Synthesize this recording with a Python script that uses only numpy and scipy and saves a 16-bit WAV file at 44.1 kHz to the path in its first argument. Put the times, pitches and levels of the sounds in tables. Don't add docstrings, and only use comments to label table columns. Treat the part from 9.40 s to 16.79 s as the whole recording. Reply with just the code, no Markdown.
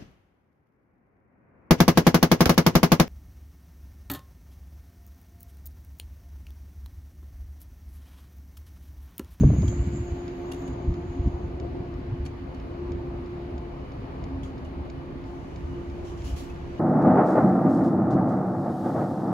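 import sys
import numpy as np
from scipy import signal
from scipy.fft import rfft, irfft, next_fast_len
from scipy.io import wavfile
from scipy.ndimage import uniform_filter1d, map_coordinates

SR = 44100
rng = np.random.default_rng(int(sys.argv[2]) if len(sys.argv) > 2 else 0)


def inscribe(sig):
    pcm = np.round(np.clip(np.atleast_2d(sig).T, -1, 1) * 32767)
    wavfile.write(sys.argv[1], SR, pcm.astype(np.int16))


N = 326057
TIME_S = np.arange(N) / SR

# (time [s], tone [dB], octave [dB])
HUM_LEVELS = [(0, -47.5, -60), (.4, -39.5, -59.5), (1.01, -37.5, -53.5), (1.8, -38.5, -53),
              (2.22, -42.5, -51.5), (2.7, -42, -65.5), (3.04, -44.5, -66), (3.21, -55.5, -65),
              (3.42, -35, -60.5), (3.66, -39, -63.5), (4.05, -40, -59), (4.42, -44.5, -56.5),
              (4.6, -67, -64), (4.96, -47, -65.5), (5.12, -64, -72.5), (5.4, -45, -68.5),
              (5.86, -46.5, -59.5), (5.97, -40.5, -56), (6.07, -63, -61), (6.2, -45.5, -67),
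              (6.36, -40.5, -63), (6.83, -42, -71.5), (6.9, -60, -56), (7.02, -46, -61), (7.39, -40.5, -64)]
# (time [s], level [dB])
HUM_FUZZ = [(0, -50), (1.8, -50), (2, -47.5), (2.2, -41.5), (2.35, -38.5), (2.55, -48.5), (2.7, -49),
            (2.9, -65), (3.5, -46.5), (7.39, -54)]


def amp(db):
    return 10 ** (np.asarray(db) / 20)


def unit(x):
    return x / np.sqrt(np.mean(x ** 2) + 1e-20)


def along(points, hz):
    knots_hz, values = np.transpose(points)
    return np.interp(np.log(hz + 1), np.log(knots_hz + 1), values)


def curves(rows):
    knots_s, *columns = np.transpose(rows)
    return [np.interp(TIME_S, knots_s, column) for column in columns]


def wobble(rate_hz):
    return map_coordinates(rng.standard_normal(int(N * rate_hz / SR) + 4), [TIME_S * rate_hz])


def filtered(x, response):
    size = next_fast_len(N + SR // 2)
    return irfft(rfft(x, size) * response(np.fft.rfftfreq(size, 1 / SR)), size)[..., :N]


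def resonances(modes, causal=False):
    def peak(hz, centre_hz, width_hz):
        band = 1j * hz * width_hz / (centre_hz ** 2 - hz ** 2 + 1j * hz * width_hz)
        return (band if causal else abs(band)) ** 2
    return lambda hz: sum(amp(db) * peak(hz, centre, width) for centre, width, db in modes)


def rush(colour, patchy_db):
    spectra = signal.stft(rng.standard_normal((2, N)), nperseg=512)[2]
    patches = uniform_filter1d(rng.standard_normal(spectra.shape[1:]), size=5, axis=0)
    patches = unit(uniform_filter1d(patches, size=12, axis=1))
    noise = signal.istft(spectra * amp(patchy_db * patches), nperseg=512)[1][:, :N]
    return unit(filtered(noise, colour))


def even_noise(spectrum, span_s):
    noise = filtered(rng.standard_normal(N), lambda hz: amp(along(spectrum, hz)))
    size = int(span_s * SR)
    power = np.abs(uniform_filter1d(uniform_filter1d(noise ** 2, size), size))
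    return unit(noise / np.sqrt(power + 0.057 * np.mean(noise ** 2)))


def bursts(rows, crack_t60_s, tail_gain):
    x, t = np.zeros((2, N + SR)), np.arange(SR // 4) / SR
    for s, db, t60_s in rows:
        decay = amp(-60 * t / crack_t60_s) + tail_gain * amp(-60 * t / t60_s)
        envelope = amp(db) * decay * (1 - np.exp(-t / .001))
        x[:, round(s * SR):][:, :len(t)] += envelope * rng.standard_normal((2, len(t)))
    return x[:, :N]


def wind():
    # (time [s], thud [dB], flutter [dB])
    gusts = [(0, -21, -29), (.1, -27, -27), (.3, -28.5, -34), (.6, -32.5, -38.5), (.8, -48.5, -62),
             (1.05, -51, -49), (1.4, -36.5, -37.5), (1.6, -42.5, -40.5), (2, -37, -42.5),
             (2.5, -41.5, -41.5), (2.9, -39, -45), (3.3, -43.5, -58), (3.55, -38, -41), (3.9, -42, -42.5),
             (4.4, -42, -47.5), (4.75, -43.5, -44.5), (5, -34.5, -48), (5.15, -42, -68), (5.35, -38.5, -62),
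             (5.9, -50.5, -50), (6.2, -39.5, -51), (6.4, -37, -45), (6.7, -40, -60), (6.95, -32.5, -58),
             (7.05, -47, -55), (7.2, -36, -42), (7.39, -49, -49)]
    # (time [s], level [dB], pitch [Hz], stirred flutter [dB])
    eddies = [(0.006, -7.5, 196, -28), (0.011, -17, 70.6, -28), (0.032, -10, 63, -16.5),
              (0.039, -13.5, 206, -35), (0.069, -10.5, 140, -31), (0.09, -14.5, 190, -26),
              (0.124, -15, 130, -40), (0.18, -12.5, 139, -28), (0.203, -24, 150, -36),
              (0.227, -16, 80, -30), (0.272, -14, 86, -41), (0.39, -18.5, 70.5, -37),
              (0.466, -19.5, 149, -36), (0.529, -27, 74, -44), (0.589, -22, 88, -37), (0.711, -19, 72, -36),
              (1.469, -15, 60, -34.5), (1.484, -20, 140, -43), (1.492, -19.5, 55, -44),
              (1.688, -24, 69.6, -41.5), (1.788, -15.5, 69, -44), (1.852, -13, 62, -23.5),
              (1.93, -23, 68.8, -46), (2.401, -23, 131, -53), (2.54, -27, 59.6, -46),
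              (2.715, -21, 96, -34.5), (2.79, -23, 59, -48), (2.816, -26, 70, -53), (3.414, -33, 64.3, -39),
              (3.5, -25, 69.5, -49), (3.535, -27, 61.6, -52), (4.94, -24.5, 72, -54), (5.262, -29, 69, -57),
              (6.29, -30, 65, -45), (6.86, -31, 83, -44), (6.919, -26.5, 76, -42)]
    # (frequency [Hz], relative density [dB])
    thud_spectrum = [(15, -35), (35, -8.5), (50, -0.5), (65, 10), (90, 3), (130, -18), (250, -55.5),
                     (600, -120)]
    flutter_spectrum = [(25, -120), (50, -45), (90, -9), (130, 0.5), (200, -11), (300, -11.5), (450, -34.5),
                        (900, -82), (2500, -120)]
    # (time [s], level before filtering [dB], tail t60 [s])
    edges = [(0.034, -21.5, 0.05), (0.102, -29, 0.024), (0.135, -31.5, 0.024), (0.163, -34, 0.037),
             (0.229, -32.5, 0.06), (0.323, -33.5, 0.03), (2.249, -38, 0.03), (2.35, -37, 0.03)]
    thud_db, flutter_db = curves(gusts)
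    lumps_db = 2.5 * wobble(30) + 2.2 * wobble(9)
    flutter_gain = amp(flutter_db + 2.2 * wobble(12))
    thuds = amp(thud_db + lumps_db) * even_noise(thud_spectrum, span_s=0.081)
    stir = np.hanning(int(0.047 * SR))
    for (s, db, hz, stir_db), phase in zip(eddies, rng.random(len(eddies))):
        cycles = np.arange(0, 2.2, hz / SR)
        push = np.hanning(len(cycles)) * np.sin(2 * np.pi * (cycles + phase))
        thuds[round(s * SR):][:len(push)] += amp(db) * push
        flutter_gain[round(s * SR):][:len(stir)] += amp(stir_db) * stir
    flutter = flutter_gain * even_noise(flutter_spectrum, span_s=0.033)
    rip_colour = resonances([(397, 250, 22.1), (630, 120, 13), (1110, 270, 2.1)])
    rips = bursts(edges, crack_t60_s=0.034, tail_gain=0.081)
    rips = filtered(rips, lambda hz: rip_colour(hz) / (1 + (hz / 1500) ** 4))
    return thuds + flutter + rips[0] + 0.35 * rips


def hum():
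    hum_hz, sag_hz_per_s, throb_hz = 351, 0.43, 34.4
    tone_db, octave_db = curves(HUM_LEVELS)
    fuzz_db, = curves(HUM_FUZZ)
    phase = 2 * np.pi * np.cumsum(hum_hz - sag_hz_per_s * TIME_S + 0.618 * wobble(4)) / SR
    phase += 1.1 * amp(fuzz_db - fuzz_db.max()) * wobble(45)

    def tone(ratio, db, drift_rad):
        gain = np.sqrt(2) * amp(db + 0.65 * wobble(30))
        return gain * np.sin(ratio * phase + drift_rad * wobble(2.5) + 0.39 * wobble(25))

    antiphase = tone(0.99, -52.5 + 2.2 * wobble(3), drift_rad=.8) * [[1], [-1]]
    octave = np.array([tone(2, octave_db + 2.4 * wobble(8) + 2 * wobble(35), drift_rad=.9) for _ in "LR"])
    throb_gain = np.sqrt(2) * amp(-47 + 1.5 * wobble(3))
    throb = throb_gain * np.sin(2 * np.pi * throb_hz * TIME_S + .5 * wobble(2))
    main = tone(1, tone_db + 1.2 * wobble(8.9), drift_rad=0.18)
    return throb + main + antiphase + octave * amp([[2], [-2]])


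def machinery():
    # (time [s], roar [dB], hiss [dB])
    levels = [(0, -40, -52.5), (.7, -40.5, -54), (1.1, -38, -55), (2, -39, -57), (2.9, -39.5, -56.5),
              (3.3, -38.5, -57), (4, -39.5, -56.5), (5, -38.5, -56), (5.4, -39, -56.5), (6.3, -39.5, -57.5),
              (7.39, -41, -55)]
    # (frequency [Hz], relative density [dB])
    roar_spectrum = [(18, -46), (32, -25.5), (46, -1), (71, -2.5), (156, -7.5), (210, -10.5), (267, -6.5),
                     (306, -12), (359, -10.5), (483, -16), (704, -16.5), (777, -19), (1200, -21),
                     (1410, -32), (2500, -38), (3250, -78.5), (5500, -120)]
    hiss_spectrum = [(500, -120), (900, -30.5), (1400, 5), (2400, 0), (3300, -6), (4600, -9), (5600, -16.5),
                     (7000, -19.5), (8000, -36.5), (10000, -120)]
    treble_spectrum = [(5500, -120), (7000, -11), (8000, -2.5), (9500, -1.5), (11000, -3.5), (13000, -3.5),
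                       (15700, -6.5)]
    roar_db, hiss_db = curves(levels)
    roar = amp(roar_db + 0.67 * wobble(5)) * rush(lambda hz: amp(along(roar_spectrum, hz)), patchy_db=1.5)
    hiss = amp(hiss_db + .3 * wobble(6)) * rush(lambda hz: amp(along(hiss_spectrum, hz)), patchy_db=.6)
    treble = amp(-78) * rush(lambda hz: amp(along(treble_spectrum, hz)), patchy_db=1)
    return roar + hiss + treble


def fuzzy_tones():
    # (centre [Hz], width [Hz], level [dB])
    fan_bands = [(142.5, 9.2, -49.5), (2953, 160, -71), (5000, 110, -85.5)]
    # (centre [Hz], level [dB])
    weak_bands = [(175, -54), (524, -64), (873, -59.5), (1047, -72)]
    fuzz = amp(curves(HUM_FUZZ)[0]) * rush(resonances([(349.3, 68, 0)]), patchy_db=1.5)
    fans = sum(amp(db + 0.69 * wobble(1.2)) * rush(resonances([(hz, width_hz, 0)]), patchy_db=3)
               for hz, width_hz, db in fan_bands)
    weak = sum(amp(db) * rush(resonances([(hz, 20, 0)]), patchy_db=2.6) for hz, db in weak_bands)
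    _, octave_db = curves(HUM_LEVELS)
    weak *= amp(0.12 * (octave_db - octave_db.mean()))
    return fuzz + fans + weak


def electrical_whine():
    # (pitch [Hz], relative level [dB])
    tones = [(2320, -2), (4930, -6)]
    # (time [s], level [dB])
    fade = [(0, -64), (.6, -66), (.9, -70), (1.8, -72), (2.4, -91), (2.6, -120)]
    waver_hz = 28
    whine = 0
    for hz, db in tones:
        gain = amp(db + 2.9 * wobble(34))
        whine += gain * np.sin(2 * np.pi * np.cumsum(hz + waver_hz * wobble(60)) / SR)
    return amp(curves(fade)[0]) * whine * [[1], [.7]]


def main_fan():
    # (time [s], level [dB])
    levels = [(0, -33), (.31, -47.5), (1.2, -40), (1.8, -44), (2.1, -52.5), (2.34, -41.5), (2.45, -52),
              (2.6, -44), (2.9, -47), (3.72, -41), (4.62, -56), (4.78, -42.5), (5.3, -42.5), (6.1, -48.5),
              (6.3, -45), (7.39, -49)]
    drone_hz, smear_hz = 268.9, 8
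    waver = filtered(rng.standard_normal((2, 2, N)), lambda hz: 1 / (1 + (hz / smear_hz) ** 2))
    phase = 2 * np.pi * drone_hz * TIME_S
    return amp(curves(levels)[0]) * unit(waver[0] * np.cos(phase) + waver[1] * np.sin(phase))


def brake_squeal():
    # (time [s], level [dB], relative high modes [dB], relative overtones [dB])
    levels = [(0, -53.5, -7, -13.5), (.13, -54.5, -8, -18), (.3, -49.5, 2, -20.5), (.4, -59, 8, -19.5),
              (.66, -62.5, 3, -15), (.9, -66.5, -5, -10.5), (1.12, -63, -2, -12), (1.28, -61.5, 0, -14.5),
              (1.36, -69, -8, -20.5), (1.7, -67.5, -2, -22.5), (1.92, -66.5, -13.5, -23),
              (2.4, -89.5, -16, -21)]
    # (centre [Hz], width [Hz], gain [dB])
    disc_modes = [(6235, 65, -6), (6470, 110, -6), (6580, 100, -5), (6750, 60, 0), (7030, 90, -3),
                  (7180, 90, -2), (7300, 90, -7), (6750, 800, -11)]
    overtone_bands = [(11100, 1500, -6), (12200, 330, 5.5), (15200, 800, -2)]
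    split_hz = 6900
    silence = (levels[-1][0] + .2, -120, -8, -20)
    level_db, high_db, overtone_db = curves(levels + [silence])
    ring = rush(lambda hz: resonances(disc_modes)(hz) / (1 + (hz / 7500) ** 40), patchy_db=2.6)
    low = filtered(ring, lambda hz: 1 / (1 + (hz / split_hz) ** 60))
    high = amp(high_db) * (ring - low)
    overtones = amp(overtone_db) * rush(resonances(overtone_bands), patchy_db=4)
    return amp(level_db + 1.1 * wobble(30)) * (low + high + overtones)


def relay():
    # (centre [Hz], width [Hz], gain [dB], left lead [rad])
    case_modes = [(2250, 700, 3, 1), (2950, 600, 2, 1.3), (3600, 600, 0, 1.3), (4300, 600, 1, 1),
                  (5120, 520, -1, .5), (5900, 450, -7, 1.8), (6750, 600, -1, .7)]
    # (delay [s], relative level [dB])
    bounces = [(.0003, 0), (.0011, -1), (.003, -5), (.0055, -11)]
    start_s, period_s, tock_lag_s, right_bias_db = .2193, .66, .3398, 2.5
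    ticks_s = np.arange(start_s, N / SR - tock_lag_s, period_s)
    sides = np.array([[1], [-1]])

    def case(hz):
        ring = sum(resonances([mode], causal=True)(hz) * np.exp(.5j * lead_rad * sides)
                   for *mode, lead_rad in case_modes)
        return ring * amp(-right_bias_db / 2 * sides)

    x = 0
    for times_s, db, top_hz in ((ticks_s, -21.5, 7500), (ticks_s + tock_lag_s, -27.5, 6500)):
        blows = np.zeros(N)
        for delay_s, bounce_db in bounces:
            at = np.round((times_s + delay_s) * SR).astype(int)
            blows[at] = amp(db + bounce_db + rng.normal(0, 2.1, len(at)))
        echoes = bursts([(s + .003, db - 27, .05) for s in times_s], crack_t60_s=.015, tail_gain=.5)
        x += filtered(blows + echoes, lambda hz: case(hz) / (1 + (hz / top_hz) ** 12))
    return x


def metal_clicks():
    # (time [s], level [dB], relative treble [dB], tail t60 [s], ring [Hz], relative ring [dB])
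    hits = [(0.2786, -35, -20, 0.14, 3200, -9), (1.1151, -33, -8.5, 0.25, 2790, -9),
            (1.1323, -41.5, -5.5, 0.18, 3830, -10), (1.276, -41.5, -13.5, 0.16, 4670, -15),
            (1.293, -53.5, -7, 0.12, 4760, -10), (2.8515, -43, -8, 0.13, 4435, -8),
            (2.8604, -36, -20, 0.17, 2390, -10.5), (3.145, -48, -18, 0.13, 4435, -9),
            (5.032, -37, -17.5, 0.34, 3250, -11), (5.051, -56, -14, 0.1, 6800, 0),
            (5.247, -47, -13, 0.27, 2900, -10), (7.0987, -44.5, -21, 0.13, 2600, -1.5),
            (7.294, -60, -15, 0.129, 4480, -10)]
    # (centre [Hz], width [Hz], gain [dB])
    steel_modes = [(2000, 1400, 1.5), (3010, 1300, 0.5), (4560, 220, -0.5), (6000, 1900, -1.5)]
    ring_t60_s = 0.095
    body = bursts([(s, db, t60_s) for s, db, _, t60_s, *_ in hits], crack_t60_s=.03, tail_gain=.25)
    treble = bursts([(s, db + treble_db, t60_s) for s, db, treble_db, t60_s, *_ in hits],
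                    crack_t60_s=.05, tail_gain=.3)
    crunch = amp(2.6 * wobble(300))
    rings, t = np.zeros(N + SR), np.arange(SR // 10) / SR
    for s, db, _, _, hz, ring_db in hits:
        envelope = amp(db + ring_db - 60 * t / ring_t60_s) * (1 - np.exp(-t / 0.0011))
        rings[round(s * SR):][:len(t)] += envelope * np.sin(2 * np.pi * hz * t)
    body = filtered(crunch * body, resonances(steel_modes, causal=True))
    treble = filtered(crunch * treble, resonances([(9250, 2700, -1), (13000, 3900, -14)]))
    return body + treble + np.sqrt(crunch) * rings[:N] * [[1], [.3]]


def brake_valve():
    # (time [s], level [dB], hold [s], initial hardness [0-1])
    puffs = [(6.64, -57.5, .06, .05), (6.767, -58.5, 0.061, 0), (6.836, -50, 0.057, 0.4),
             (6.957, -49, 0.04, 0.8)]
    attack_s, release_db_per_s, hardening_per_s = 0.011, 150, 1
    dull = rush(resonances([(2950, 1050, 4.5), (5970, 2600, 0), (12600, 9000, -38.5)]), patchy_db=1.3)
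    sharp = rush(resonances([(3260, 6800, 12.5), (6800, 4100, -5.5), (13000, 9000, -13)]), patchy_db=1.3)

    def jet_power(start_s, db, hardness):
        gain = amp(db) * np.clip((TIME_S - start_s) / attack_s, 0, 1)
        return gain ** 2 * np.clip([1 - hardness, hardness], 0, 1)

    power = jet_power(start_s=5.85, db=-68, hardness=np.full(N, .1))
    for start_s, db, hold_s, hardness in puffs:
        age_s = TIME_S - start_s
        fall_db = release_db_per_s * np.maximum(age_s - hold_s, 0)
        power += jet_power(start_s, db - fall_db, hardness + hardening_per_s * age_s)
    dull_gain, sharp_gain = np.sqrt(power)
    return dull_gain * dull + sharp_gain * sharp


def stereo_image(pair):
    # (frequency [Hz], coherence [0-1])
    likeness = [(60, 0.74), (250, 0.82), (450, 0.77), (700, 0.14), (1300, 0.3), (5000, 0.19), (6200, 0.24),
                (7500, 0.11), (8300, 0.99), (15700, 0.98)]
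    phase_offset = [(0, 0), (1210, 1.8), (2500, 6.8), (2930, 7.1), (5250, 15.4), (6720, 18.6), (8300, 15.9),
                    (9100, 15.5), (10500, 12.7), (11500, 12.4), (12800, 9.6), (14100, 9.2), (15000, 6.4),
                    (16000, 6.2)]
    # (frequency [Hz], level [dB])
    balance = [(60, -6.5), (110, -2.5), (200, 0.0), (380, 0.5), (700, 5.5), (1290, -0.5), (2380, -0.5),
               (4400, -1), (8120, -1), (15000, 1)]

    def blend(hz):
        angle_rad = np.arccos(np.clip(along(likeness, hz), 0, 1)) / 2
        return np.array([np.cos(angle_rad), np.sin(angle_rad)])

    def offset(hz):
        left = amp(along(balance, hz) / 2) * np.exp(.5j * np.interp(hz, *np.transpose(phase_offset)))
        return np.array([left, 1 / left])

    mid, side = filtered(pair, blend)
    return filtered(np.array([mid + side, mid - side]), offset)


def scene():
    far = machinery() + fuzzy_tones() + electrical_whine() + main_fan()
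    far += brake_squeal() + brake_valve() + metal_clicks()
    return stereo_image(far) + relay() + hum() + wind()


def record(dry):
    # (time [s], edge [Hz])
    mono_edge = [(0, 257), (1.2, 273), (2.3, 102.5), (2.7, 161), (4.2, 223), (4.4, 147), (5.5, 60),
                 (7.39, 45)]
    low_cut_hz, top_hz = 27, 15750
    bins_hz, frames_s, spectra = signal.stft((dry[0] - dry[1]) / 2, SR, nperseg=2048)
    edge_hz = np.interp(frames_s, *np.transpose(mono_edge))
    spectra /= 1 + (edge_hz / (bins_hz[:, None] + 1)) ** 10
    side = signal.istft(spectra, SR, nperseg=2048)[1][:N]
    mid = dry.mean(axis=0)
    stereo = np.array([mid + side, mid - side])
    return filtered(stereo, lambda hz: (hz < top_hz) / (1 + (low_cut_hz / (hz + 1)) ** 4))


dry = scene()
out = record(dry)
inscribe(out)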